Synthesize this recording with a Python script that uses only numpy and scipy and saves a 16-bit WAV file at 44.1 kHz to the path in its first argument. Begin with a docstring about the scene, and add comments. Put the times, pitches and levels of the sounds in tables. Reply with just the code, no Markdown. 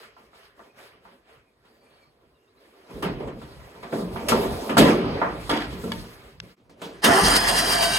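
"""In a wooden shed someone shuffles about a small tractor: bands of noise swell, and thin tones squeak.
Then its plastic hood swings shut: knocks ring its modes, crack, and rattle out band by band.
The level dips briefly. The starter engages with a clash, played as the last of the knocks, and cranks
the engine: random tooth clicks ring the gears over noise, tooth-rate tones and a low shake, surging at
each compression. A pair of close microphone ports listens."""
import sys
import numpy as np
from scipy import signal
from scipy.io import wavfile

SR = 44100
rng = np.random.default_rng(int(sys.argv[2]) if len(sys.argv) > 2 else 0)


def volts_from_db(level):
    """Convert decibel levels to linear amplitude ratios."""
    exponent = np.asarray(level, float) / 20
    return 10 ** exponent


def dump_mix(stems):
    """Bounce the given channels to the path in sys.argv[1] as a 16-bit WAV at rate SR."""
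    frames = np.atleast_2d(stems).T  # one column per channel
    limited = np.clip(frames, -1, 1)  # hard clip at full scale
    pcm = np.round(limited * 32767).astype(np.int16)
    wavfile.write(sys.argv[1], SR, pcm)


N = 351918
STEP = 32   # samples between two points of an envelope
EDGES_HZ = 25 * 2 ** np.arange(0, 9.5, 1 / 3)   # third-octave bands
BAND_HZ = np.sqrt(EDGES_HZ[1:] * EDGES_HZ[:-1])   # their centres


def rms_one(x):
    """Scale a signal to unit power."""
    return x / np.sqrt(np.mean(x ** 2) + 1e-30)


def coarse_time():
    """Seconds on the thinned grid that envelopes use."""
    return np.arange(N // STEP + 2) * STEP / SR


def full(slow):
    """Read a thinned envelope at every sample."""
    return np.interp(np.arange(N) / STEP, np.arange(len(slow)), slow)


def in_time(rows, before=-150):
    """Join rows into curves on the thinned grid; before=None holds the first value back to zero time."""
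    s, *columns = np.transpose(rows)
    return [np.interp(coarse_time(), s, c, left=before) for c in columns]


def at_hz(points, hz, outside=None):
    """Read a table of (Hz, value) on a log-frequency axis."""
    f, v = np.transpose(points)
    return np.interp(np.log(hz), np.log(f), v, left=outside, right=outside)


def drift(rate_hz):
    """Slow random wander of spread 1 on the thinned grid: noise through two equal smoothers."""
    r = np.exp(-2 * np.pi * rate_hz * STEP / SR)
    noise = rng.standard_normal(N // STEP + 2002)
    return rms_one(signal.lfilter([1], [1, -2 * r, r * r], noise)[2000:])


def swells(starts, holds, levels_db, rise_db_per_s, fall_db_per_s):
    """Sum the power of events that rise up to their start, hold and fall away."""
    age = coarse_time() - np.array(starts)[:, None]
    rise_db = rise_db_per_s * np.maximum(-age, 0)
    fall_db = fall_db_per_s * np.maximum(age - np.array(holds)[:, None], 0)
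    return volts_from_db(2 * (np.array(levels_db)[:, None] - rise_db - fall_db)).sum(axis=0)


def resonate(x, hz, width_hz):
    """A resonance of gain 1 at its top."""
    r = np.exp(-np.pi * width_hz / SR)
    return signal.lfilter([(1 - r * r) / 2, 0, (r * r - 1) / 2],
                          [1, -2 * r * np.cos(2 * np.pi * hz / SR), r * r], x + 1e-18)


def band_shares(spectrum):
    """Share of a spectrum's power in each third-octave band."""
    power = volts_from_db(2 * at_hz(spectrum, BAND_HZ, outside=-87.5)) * np.diff(EDGES_HZ)
    return (power / power.sum())[:, None]


# How alike the two ports hear each pitch. Each row: pitch in Hz, likeness (1 is the same).
LIKENESS = [(40, .7), (80, .82), (150, .97), (430, .985), (600, .5), (1200, .15), (2200, .1), (5000, .55)]
# How the sound leans to one side. Each row: pitch in Hz, left over right in dB.
LEAN = [(60, .3), (240, -.8), (700, -1.5), (2000, -.5), (5000, 0)]


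def spread(mid, side, hz):
    """Two unrelated signals become left and right, as alike as the ports hear this pitch."""
    alike = np.clip(at_hz(LIKENESS, hz), -.95, 1)
    lean = volts_from_db(at_hz(LEAN, hz) / 2 * np.array([[1], [-1]]))
    return lean * (np.sqrt(1 + alike) * mid + np.sqrt(1 - alike) * side * [[1], [-1]]) / np.sqrt(2)


def noise_bank(power, patchy_db):
    """Stereo noise that follows a power envelope per band, each band flickering a little."""
    white, out = rng.standard_normal((2, 2, N)), 0
    for k, (low, high) in enumerate(zip(EDGES_HZ, EDGES_HZ[1:])):
        band = signal.butter(2, [low, high], "band", fs=SR, output="sos")
        mid, side = signal.sosfilt(band, white[k % 2])
        gain = full(np.sqrt(power[k]) * volts_from_db(patchy_db * drift(13.3))) / np.std(mid)
        out = out + gain * spread(mid, side, BAND_HZ[k])
    return out


# Blows on hood and frame. 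Each row: time in seconds, strength in dB, then in dB relative to
# that strength: boom, crack, ring.
KNOCKS = [(0.166, -37.5, -35, -39, -6), (0.332, -50.5, -14, -31, 3.5), (0.593, -35, -22, -45, -8),
          (1.052, -37, -17, -37, -6), (1.649, -45.5, -11, -18, -17), (2.898, -37.5, 3.5, -19, -11),
          (2.946, -42, 19, -22, -14), (3.024, -11.5, -8, -19, -22), (3.049, -25, 5, -26, -10.5),
          (3.195, -35, 6, -27, -9), (3.273, -24, 0, -23, -33), (3.417, -34.5, -12, -13.5, -3.5),
          (3.75, -38.5, -4, -16, -7), (3.827, -23.5, -7.5, -20, -21.5), (3.924, -16, 2, -32, -15.5),
          (4.021, -36, 14, -25, -5), (4.16, -19.5, -7.5, -22, -6), (4.285, -8.5, -3.5, -4, -20.5),
          (4.32, -11.5, -5.5, -25.5, -0.5), (4.694, -11.5, -3, -21, -10.5), (4.769, -0.5, -11, -18.5, -7),
          (4.778, -2.5, 6, -5, -30), (5.216, -3.5, -15.5, -55.5, -9), (5.494, -9.5, -5.5, -16, -13),
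          (5.526, -20, -3, -13, -2.5), (5.599, -33, -20, -15, -4), (5.728, -34, 8, -16.5, -8),
          (5.839, -29, 9, -12, -5.5), (5.873, -39.5, 13, -25, -8.5), (5.918, -27.5, -7.5, -8, -0.5),
          (6.431, -52, 13, 0, -8), (6.695, -42, 0, -10, -11), (6.817, -24, -3, -11, -8.5),
          (7.042, -7, -3, -1.5, -13)]
# Ringing modes of the hood. Each row: pitch in Hz, strength in dB, seconds to fall by 60 dB
# (each function that rings them sets a longest time).
HOOD = [(44.4, -37.5, 0.89), (71.6, -32, 0.7), (119.6, -28, 0.91), (180.6, -4.5, 0.61), (228.8, -8.5, 0.69),
        (300.3, -10, 0.56), (393.2, -7, 0.1), (459, -10.5, 0.56), (554.4, -13, 0.11), (676.3, -10.5, 0.087),
        (911, -10.5, 0.25), (1026, -9, 0.05), (1183, -8.5, 0.097), (1355, -10.5, .1), (1440, -25.5, 0.1),
        (1708, -13.5, 0.059), (1917, -13.5, 0.17), (2200, -12.5, 0.14), (2920, -23.5, 0.14),
        (3350, -3, 0.36), (3216, -16, 0.074), (4600, -23, .1)]


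def hood(scatter_db=3.5):
    """Each blow strikes every mode with its own strength; the two ports hear it differently."""
    s, db, boom_db, crack_db, ring_db = np.transpose(KNOCKS)
    at, out = np.round(s * SR).astype(int), 0
    chance = rng.standard_normal((len(s), len(HOOD), 3))
    for k, (hz, mode_db, mode_t60) in enumerate(HOOD):
        # the boom weights the modes below 700 Hz, the crack those above 1500 Hz
        low_db = boom_db * np.clip(np.log2(700 / hz), 0, 1)
        high_db = (crack_db - 21.5) * np.clip(np.log2(hz / 1500), 0, 1)
        strike_db = db + ring_db + mode_db + low_db + high_db + scatter_db * chance[:, k, 0]
        clicks = np.zeros((2, N))
        clicks[:, at] = volts_from_db(strike_db) * np.sign(chance[:, k, 1:].T)
        # a yielding contact, no tick
        clicks = signal.sosfilt(signal.butter(2, 2.5 * hz, fs=SR, output="sos"), clicks + 1e-18)
        width_hz = np.log(1000) / (np.pi * min(mode_t60, .4))
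        mid, side = resonate(clicks, hz, width_hz) * SR / (2 * np.pi * width_hz)
        out = out + spread(mid, side, hz)
    return out


# How long each pitch rattles after a blow. Each row: pitch in Hz, share of the 60 dB time.
DAMPING = [(60, 0.13), (250, 1.79), (1000, 0.78), (3000, 0.76), (8000, 0.49), (15000, 0.24)]


def knock_tails(tail_db=-15, t60_s=0.46, late_db=-22, late_t60_s=0.4):
    """Band powers after each blow: panels rattle out, each pitch at its own rate, and the shed rings on."""
    power, keeps = 0, at_hz(DAMPING, BAND_HZ)[:, None]
    for s, db, boom_db, crack_db, ring_db in KNOCKS:
        colour = [(50, boom_db - 54), (130, boom_db - 6), (220, boom_db), (400, boom_db), (900, -3),
                  (1700, -6.5), (2800, .5 * crack_db + 2), (5000, crack_db + 3), (15000, crack_db)]
        age = coarse_time() - s
        rise = np.clip(age / (0.0022 + 2.74 / BAND_HZ[:, None]), 0, 1) ** 2   # lows bloom later
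        age = np.maximum(age, 0)
        panels = volts_from_db(-120 * age / (t60_s * keeps))
        shed = volts_from_db(2 * late_db - 120 * age / (late_t60_s * keeps))
        level_db = db + tail_db + at_hz(colour, BAND_HZ)[:, None]
        power = power + volts_from_db(2 * level_db) * rise * (panels + shed)
    return power


def bright_burst(strikes, die_s, low_hz, high_hz):
    """Stereo grit that dies away after each strike, kept between two pitches."""
    grit = spread(*rng.standard_normal((2, N)), 5000)
    burst = signal.lfilter([1], [1, -np.exp(-1 / (die_s * SR))], strikes + 1e-18) * grit
    return signal.sosfilt(signal.butter(4, [low_hz, high_hz], "band", fs=SR, output="sos"), burst)


def cracks(push_hz=900, push_db=28):
    """The first instants of each blow: a bright noise burst and a blunt, resonant push."""
    s, db, boom_db, crack_db, ring_db = np.transpose(KNOCKS)
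    at, strikes, pushes = np.round(s * SR).astype(int), *np.zeros((2, N))
    strikes[at] = volts_from_db(db + crack_db - 6)
    pushes[at] = -volts_from_db(db + ring_db + push_db)
    # plastic gives a soft contact
    pushes = signal.sosfilt(signal.butter(4, 2000, fs=SR, output="sos"), pushes + 1e-18)
    push = resonate(resonate(pushes, push_hz, 1000), push_hz, 1000)
    return bright_burst(strikes, 0.0043, 1100, 9000) + push


# A dry, thin snap. Each row: time in seconds, strength in dB before a fixed boost.
SNAP = [(6.4012, -23.5)]


def snap():
    """One very short burst of noise, without ring."""
    strike = np.zeros(N)
    strike[round(SNAP[0][0] * SR)] = volts_from_db(SNAP[0][1] + 6)
    return bright_burst(strike, 0.0017, 1100, 5800)


# Loose latch parts chatter. Each row: start in seconds, level in dB, die-away in seconds.
RATTLES = [(4.29, -45, 0.051), (4.79, -38, 0.11), (5.499, -32, 0.07), (5.918, -36, 0.01)]


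def rattle(uneven_db=4, clicks_per_s=210, above_hz=1700, longest_t60_s=.035, follows=.3):
    """Dying runs of small clicks into the upper modes of the hood, whose dB count only in part."""
    t = np.arange(N) / SR
    envelope = sum(volts_from_db(db) * np.exp(-np.maximum(t - s, 0) / die_s) * (t > s) for s, db, die_s in RATTLES)
    sizes = volts_from_db(uneven_db * np.minimum(rng.exponential(1, (2, N)), 4)) * rng.choice([-1, 1], (2, N))
    clicks, out = envelope * sizes * (rng.random((2, N)) < clicks_per_s / SR), 0
    for hz, mode_db, mode_t60 in HOOD:
        if hz > above_hz:
            width_hz = np.log(1000) / (np.pi * min(mode_t60, longest_t60_s))
            ring = spread(*resonate(clicks, hz, width_hz), hz) * SR / (2 * np.pi * width_hz)
            out = out + volts_from_db(follows * mode_db) * ring
    return out


def through_hood(noise, ring_db=4):
    """Whatever noise shakes the tractor also feeds the modes of hood and frame."""
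    rings = 0
    for hz, mode_db, mode_t60 in HOOD:
        width_hz = np.log(1000) / (np.pi * min(mode_t60, .5))
        rings = rings + volts_from_db(ring_db + 0.79 * mode_db) * resonate(noise, hz, width_hz)
    return volts_from_db(-4) * (noise + rings)


# The piston comes up on compression and the gears bite harder.
# Each row: time in seconds, surge of the grind in dB, half width in seconds (to 1/e of the surge).
COMPRESSIONS = [(7.264, 6, 0.033), (7.367, 9.5, 0.013), (7.49, 6, 0.02), (7.586, 7, 0.029),
                (7.721, 6, 0.039), (7.838, 7, .025), (7.97, 5.5, 0.038)]


def surges_db():
    """Swells of load, one smooth hump per compression."""
    return sum(db * np.exp(-((coarse_time() - s) / width) ** 2) for s, db, width in COMPRESSIONS)


# The starter over time, before each part's own trim.
# Each row: time in seconds, gear grind in dB, engine thump in dB, growl in dB.
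CRANK = [(7.02, -46.5, -63, -42), (7.044, -14.5, -37, -15), (7.094, -23.5, -16.5, -12.5),
         (7.196, -20.5, -38, -14.5), (7.228, -24, -19.5, -18.5), (7.33, -17.5, -25, -17.5),
         (7.396, -23.5, -31, -22), (7.512, -24, -30.5, -21.5), (7.98, -25, -35, -27)]
# Resonances of the gears. Each row: pitch in Hz, width in Hz, strength in dB relative to the others.
GEARS = [(1117, 170, -12.5), (1740, 160, -13), (1970, 12, -4), (2800, 22, 0.5), (3070, 89, -2.5),
         (4260, 65, -13.5), (4817, 140, -3.5), (5220, 33, -1.5), (6330, 86, -17.5), (6370, 75, -17),
         (6980, 67, -13), (8500, 150, -6.5), (8980, 230, -6.5), (10400, 160, -25), (11300, 80, -16),
         (12200, 300, -21)]
# The housing sings. Each row: full from in seconds, hold in seconds, level in dB before a trim.
HUMS = [(7.088, 0.023, -16.5), (7.237, .06, -33), (7.498, 0.18, -28.5), (7.75, 0.15, -20.5)]


def starter_gears(chatter_per_s=900, uneven_db=1.0, waver_db=1.5, housing_hz=684, housing_width_hz=45):
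    """Uneven tooth chatter rings pinion, ring gear and housing."""
    sizes = volts_from_db(uneven_db * np.minimum(rng.exponential(1, (2, N)), 5)) * rng.choice([-1, 1], (2, N))
    chatter = sizes * (rng.random((2, N)) < chatter_per_s / SR)
    rings = 0
    for hz, width_hz, db in GEARS:
        mid, side = resonate(chatter, hz, width_hz)
        rings = rings + volts_from_db(db) * full(volts_from_db(waver_db * drift(2.9))) * spread(mid, side, hz)
    grind = full(volts_from_db(in_time(CRANK)[0] - 5 + surges_db())) * rms_one(rings)
    hum = resonate(resonate(chatter, housing_hz, housing_width_hz), housing_hz, housing_width_hz)
    sings = np.sqrt(swells(*np.transpose(HUMS), rise_db_per_s=600, fall_db_per_s=206))
    return grind + full(sings * volts_from_db(1.5 * drift(11) - 3.5)) * spread(*rms_one(hum), housing_hz)


# Colours of brush hiss, growl and engine thump. Each row: pitch in Hz, relative dB per Hz.
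GRIND = [(1060, -33), (1800, 0.5), (2410, -18.5), (3200, 5), (3540, -7.5), (4790, -1), (7560, -11),
         (9000, -7), (14600, -22), (16000, -30)]
GROWL = [(150, -40), (250, -41), (392, -4), (581, -10.5), (693, -1), (1380, -6), (1770, -3.5), (2600, -32),
         (3380, -56), (5720, -120)]
THUMP = [(15, -32), (25, -18), (48, -13), (103, -9.5), (179, -3), (296, -5), (380, -14), (490, -36),
         (840, -120)]


def starter_noise():
    """Band powers of brush hiss, growl and the thumping engine."""
    grind_db, thump_db, growl_db = in_time(CRANK)
    grind = volts_from_db(2 * (grind_db - 2 + surges_db())) * band_shares(GRIND)
    growl = volts_from_db(2 * (growl_db - 1 + 0.53 * surges_db())) * band_shares(GROWL)
    return grind + growl + volts_from_db(2 * thump_db) * band_shares(THUMP)


# Pinion teeth on the ring gear. Each row: time in seconds, mean teeth per second.
MESH = [(7.24, 828), (7.37, 815), (7.42, 840), (7.58, 822), (7.72, 788), (7.88, 772), (7.98, 772)]
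# Tones of the tooth rate. Each row: multiple of the rate, level in dB at speed, level in dB once
# bogged down; surges and flutter come on top.
MESH_TONES = [(2, -45, -32), (3, -47, -37.5), (4, -37.5, -42.5), (5, -43, -35.5), (6, -31.5, -33)]


def gear_tones(slop=.015, flutter_db=3, bite=.3, late=3):
    """Multiples of the tooth rate, moving to their bogged-down levels as the motor labours."""
    per_s = full(in_time(MESH, before=None)[0] * (1 + slop * drift(110)))
    turn, out = 2 * np.pi * np.cumsum(per_s) / SR, 0
    along = (coarse_time() - MESH[0][0]) / (MESH[-1][0] - MESH[0][0])
    for order, fast_db, slow_db in MESH_TONES:
        db = fast_db + (slow_db - fast_db) * along.clip(0, 1) ** late
        db = db + bite * surges_db() + flutter_db * drift(35)
        tone = np.sin([round(order) * turn, round(order) * turn + .5])
        out = out + full(np.sqrt(2) * volts_from_db(db) * (along > 0)) * tone
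    return out


# Motor whine. Each row: time in seconds, pitch in Hz, level in dB.
SPIN_UP = [(7.05, 190, -26), (7.1, 216.8, -43), (7.14, 372, -22), (7.2, 403, -22), (7.26, 407, -46)]


def spin_up_whine():
    """The motor's rising whine and its octave, faded out at the end."""
    hz, whine_db = (full(c) for c in in_time(SPIN_UP + [(7.35, 420, -90)], before=None))
    turn = 2 * np.pi * np.cumsum(hz) / SR
    started = np.arange(N) / SR > SPIN_UP[0][0]
    return volts_from_db(whine_db) * started * (np.sin(turn) + 0.77 * np.sin(2 * turn))


def rotor_shake(rotor_hz=45.3, waver=0.0312):
    """The armature shakes the frame at its rate and multiples, once it is up to speed."""
    turn = 2 * np.pi * np.cumsum(rotor_hz * (1 + waver * full(drift(3.8)))) / SR
    levels_db = [-4.5, -16, -16, -17.5]   # relative to the thump
    shake = sum(volts_from_db(db) * np.sin((k + 1) * turn) for k, db in enumerate(levels_db))
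    return full(volts_from_db(in_time(CRANK)[1]) * np.clip((coarse_time() - 7.19) / .03, 0, 1)) * shake


# Colours of panel rumble, scuffing, cloth rustle and frame thud. Each row: pitch in Hz, relative dB per Hz.
RUMBLE = [(65, -32.5), (110, -35), (220, -4), (445, -2.5), (485, -3.5), (934, -11.5), (1100, -13),
          (1430, -47), (2420, -120)]
SCUFF = [(410, 1), (700, -0.5), (770, -12.5), (957, -1), (1610, -3), (1870, -3), (2670, -5), (3270, -11.5),
         (3530, -12.5), (4540, -12), (5600, -21), (7280, -53), (12300, -120)]
RUSTLE = [(2060, -27), (3500, -4), (5710, -7), (6610, -7), (12000, -13), (16000, -16)]
THUD = [(15, -41), (25, -38), (49, 3.5), (92, -5.5), (140, -1), (180, -23), (310, -120)]
# Shuffles, rubs and shudders, before the hood's response. Each row: full from in seconds,
# hold in seconds, panel rumble in dB, scuffing in dB, cloth rustle in dB.
MOVES = [(0.0, 0.042, -54.5, -45, -52.5), (0.188, 0.069, -56.5, -57.5, -63), (0.354, 0.098, -71, -50, -58),
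         (0.584, 0.086, -52.5, -56, -61.5), (0.792, 0.064, -59, -46, -52.5),
         (0.905, 0.068, -57.5, -59, -80), (1.045, 0.093, -56.5, -57, -63.5), (1.292, 0.048, -61, -52, -64),
         (1.656, 0.12, -60, -61.5, -68), (1.838, 0.016, -57, -60.5, -68), (1.903, 0.13, -59.5, -59, -67.5),
         (2.206, 0.041, -61, -69, -83), (2.61, 0.3, -56.5, -59.5, -64.5), (2.912, .1, -44, -49.5, -53),
         (3.067, 0.063, -50, -42.5, -57), (3.205, 0.037, -30.5, -46, -58), (3.395, 0.27, -50, -52, -57),
         (3.65, 0.34, -56, -57, -58.5), (3.934, 0.073, -32.5, -50, -42), (4.127, 0.2, -34.5, -48, -47.5),
         (4.312, 0.13, -21, -32, -35.5), (4.52, 0.17, -30, -41, -39), (4.819, 0.086, -16, -21, -33),
         (4.965, 0.25, -26.5, -33.5, -79), (5.287, 0.071, -37, -42.5, -58.5),
         (5.41, 0.099, -57, -43.5, -44.5), (5.556, 0.076, -43, -30.5, -47), (5.715, .1, -42, -43.5, -46),
         (5.844, 0.17, -64, -43.5, -44), (6.045, 0.094, -63, -47, -49.5), (6.2, 0.093, -65, -52, -57.5),
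         (6.435, 0.073, -70, -53, -58), (6.606, 0.1, -60.5, -74, -77), (6.839, 0.017, -39, -42.5, -45),
         (6.908, 0.092, -56, -50, -58)]
# Between movements, likewise. Each row: time in seconds, panel rumble in dB, frame thud in dB.
STIR = [(0, -69, -62.5), (1.5, -66, -70), (2.4, -64.5, -67), (2.88, -57, -71), (2.96, -53, -40),
        (3.2, -55, -37.5), (3.85, -49, -57), (4.05, -45, -36), (4.5, -41, -36.5), (4.7, -45, -47),
        (4.85, -42, -30), (5.0, -50, -37), (5.4, -42, -40), (5.95, -57, -33.5), (6.3, -51.5, -56.5),
        (6.47, -66.5, -44), (6.56, -77, -75), (6.62, -69.5, -61), (7.0, -65, -55), (7.1, -77, -70)]


def moving_about():
    """Band powers of panels, scuffs and cloth, swelling per movement, over a lumpy frame thud."""
    s, hold, *levels = np.transpose(MOVES)
    stir_db, thud_db = in_time(STIR, before=None)
    power = volts_from_db(2 * (thud_db + 3.5 * drift(4.4))) * band_shares(THUD)
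    # colour, dB of its steady stir relative to the rumble, rise and fall in dB per second
    kinds = ((RUMBLE, 0, 301, 149), (SCUFF, -2.5, 314.5, 137), (RUSTLE, -8.5, 405, 191.5))
    for level_db, (colour, under_db, rise, fall) in zip(levels, kinds):
        moves = swells(s, hold, level_db, rise, fall)
        power = power + (moves + volts_from_db(2 * (stir_db + under_db))) * band_shares(colour)
    return power


# Faint squeaks. Each row: start in seconds, length in seconds, starting pitch in Hz, level in dB.
SQUEAKS = [(.69, .05, 2500, -68), (1.44, .08, 2450, -72), (1.7, .2, 4720, -77), (1.8, .32, 4440, -74),
           (1.82, .11, 2400, -68), (1.95, .12, 2350, -69), (2.33, .17, 2790, -74), (3.39, .06, 3300, -61),
           (3.56, .1, 1950, -63)]
# Far chirps. Each row: start in seconds, start pitch in Hz, end pitch in Hz, level in dB.
CHIRPS = [(2.35, 4000, 3400, -75), (2.47, 3600, 4100, -75), (2.56, 3700, 4400, -72),
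          (2.84, 4300, 3700, -67), (2.96, 3600, 4100, -65), (3.31, 4300, 3800, -62),
          (3.46, 3700, 4600, -65), (3.54, 3700, 4500, -65)]


def squeaks(waver=.02, flutter_db=5, sag_hz_per_s=300, chirp_s=.04):
    """Thin, unsteady gliding tones; squeaks sag in pitch, chirps go either way."""
    t, out = np.arange(N) / SR, np.zeros((2, N))
    wobble, flutter = 1 + waver * full(drift(90)), full(volts_from_db(flutter_db * drift(60)))
    glides = [(s, s + d, hz, hz - sag_hz_per_s * d, db) for s, d, hz, db in SQUEAKS]
    glides += [(s, s + chirp_s, *rest) for s, *rest in CHIRPS]
    for start, end, from_hz, to_hz, db in glides:
        span = slice(round(start * SR), round(end * SR))
        along = (t[span] - start) / (end - start)
        turn = 2 * np.pi * np.cumsum((from_hz + (to_hz - from_hz) * along) * wobble[span]) / SR
        swell = np.sqrt(np.sin(np.pi * along).clip(0))
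        out[:, span] += volts_from_db(db) * swell * flutter[span] * np.sin([turn, turn - np.pi / 2])
    return out


DIP_S = 6.56   # when the level dips briefly


def hiss(level_db=-102):
    """Microphone hiss, equal power in every band, up to the dip; level before the hood's response."""
    return volts_from_db(2 * level_db) * (coarse_time() < DIP_S)


def scene():
    """Noise powers add band by band; rings, cracks and tones lie on top."""
    noise = noise_bank(moving_about() + knock_tails() + starter_noise() + hiss(), patchy_db=2.0)
    blows = hood() + rattle() + cracks() + snap()
    starter = starter_gears() + gear_tones() + spin_up_whine() + rotor_shake()
    return through_hood(noise) + blows + squeaks() + starter


def top_cut(x):
    """Nothing passes above the cut-off."""
    return signal.sosfilt(signal.butter(12, 16340, fs=SR, output="sos"), x)


def record(dry):
    """Deep bass is cut, the left port lags, peaks round off, the level dips, treble folds to the centre."""
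    left, right = signal.sosfilt(signal.butter(4, 36, "high", fs=SR, output="sos"), dry)
    before, after = (np.pad(left, (lag, 0))[:N] for lag in (4, 1))   # lag in samples around the dip
    left = np.where(np.arange(N) < DIP_S * SR, before, after)
    dip = np.clip(np.abs(np.arange(N) / SR - DIP_S) / 0.026, .1, 1)
    left, right = dip * np.tanh(left), dip * np.tanh(right)
    side = signal.sosfiltfilt(signal.butter(8, 5800, fs=SR, output="sos"), left - right) / 2
    side = side + volts_from_db(-30.5) * (left - right)   # a trace of width stays at every pitch
    mix = (left + right) / 2 + side * [[1], [-1]]
    return top_cut(mix)


dry = scene()
out = record(dry)
dump_mix(out)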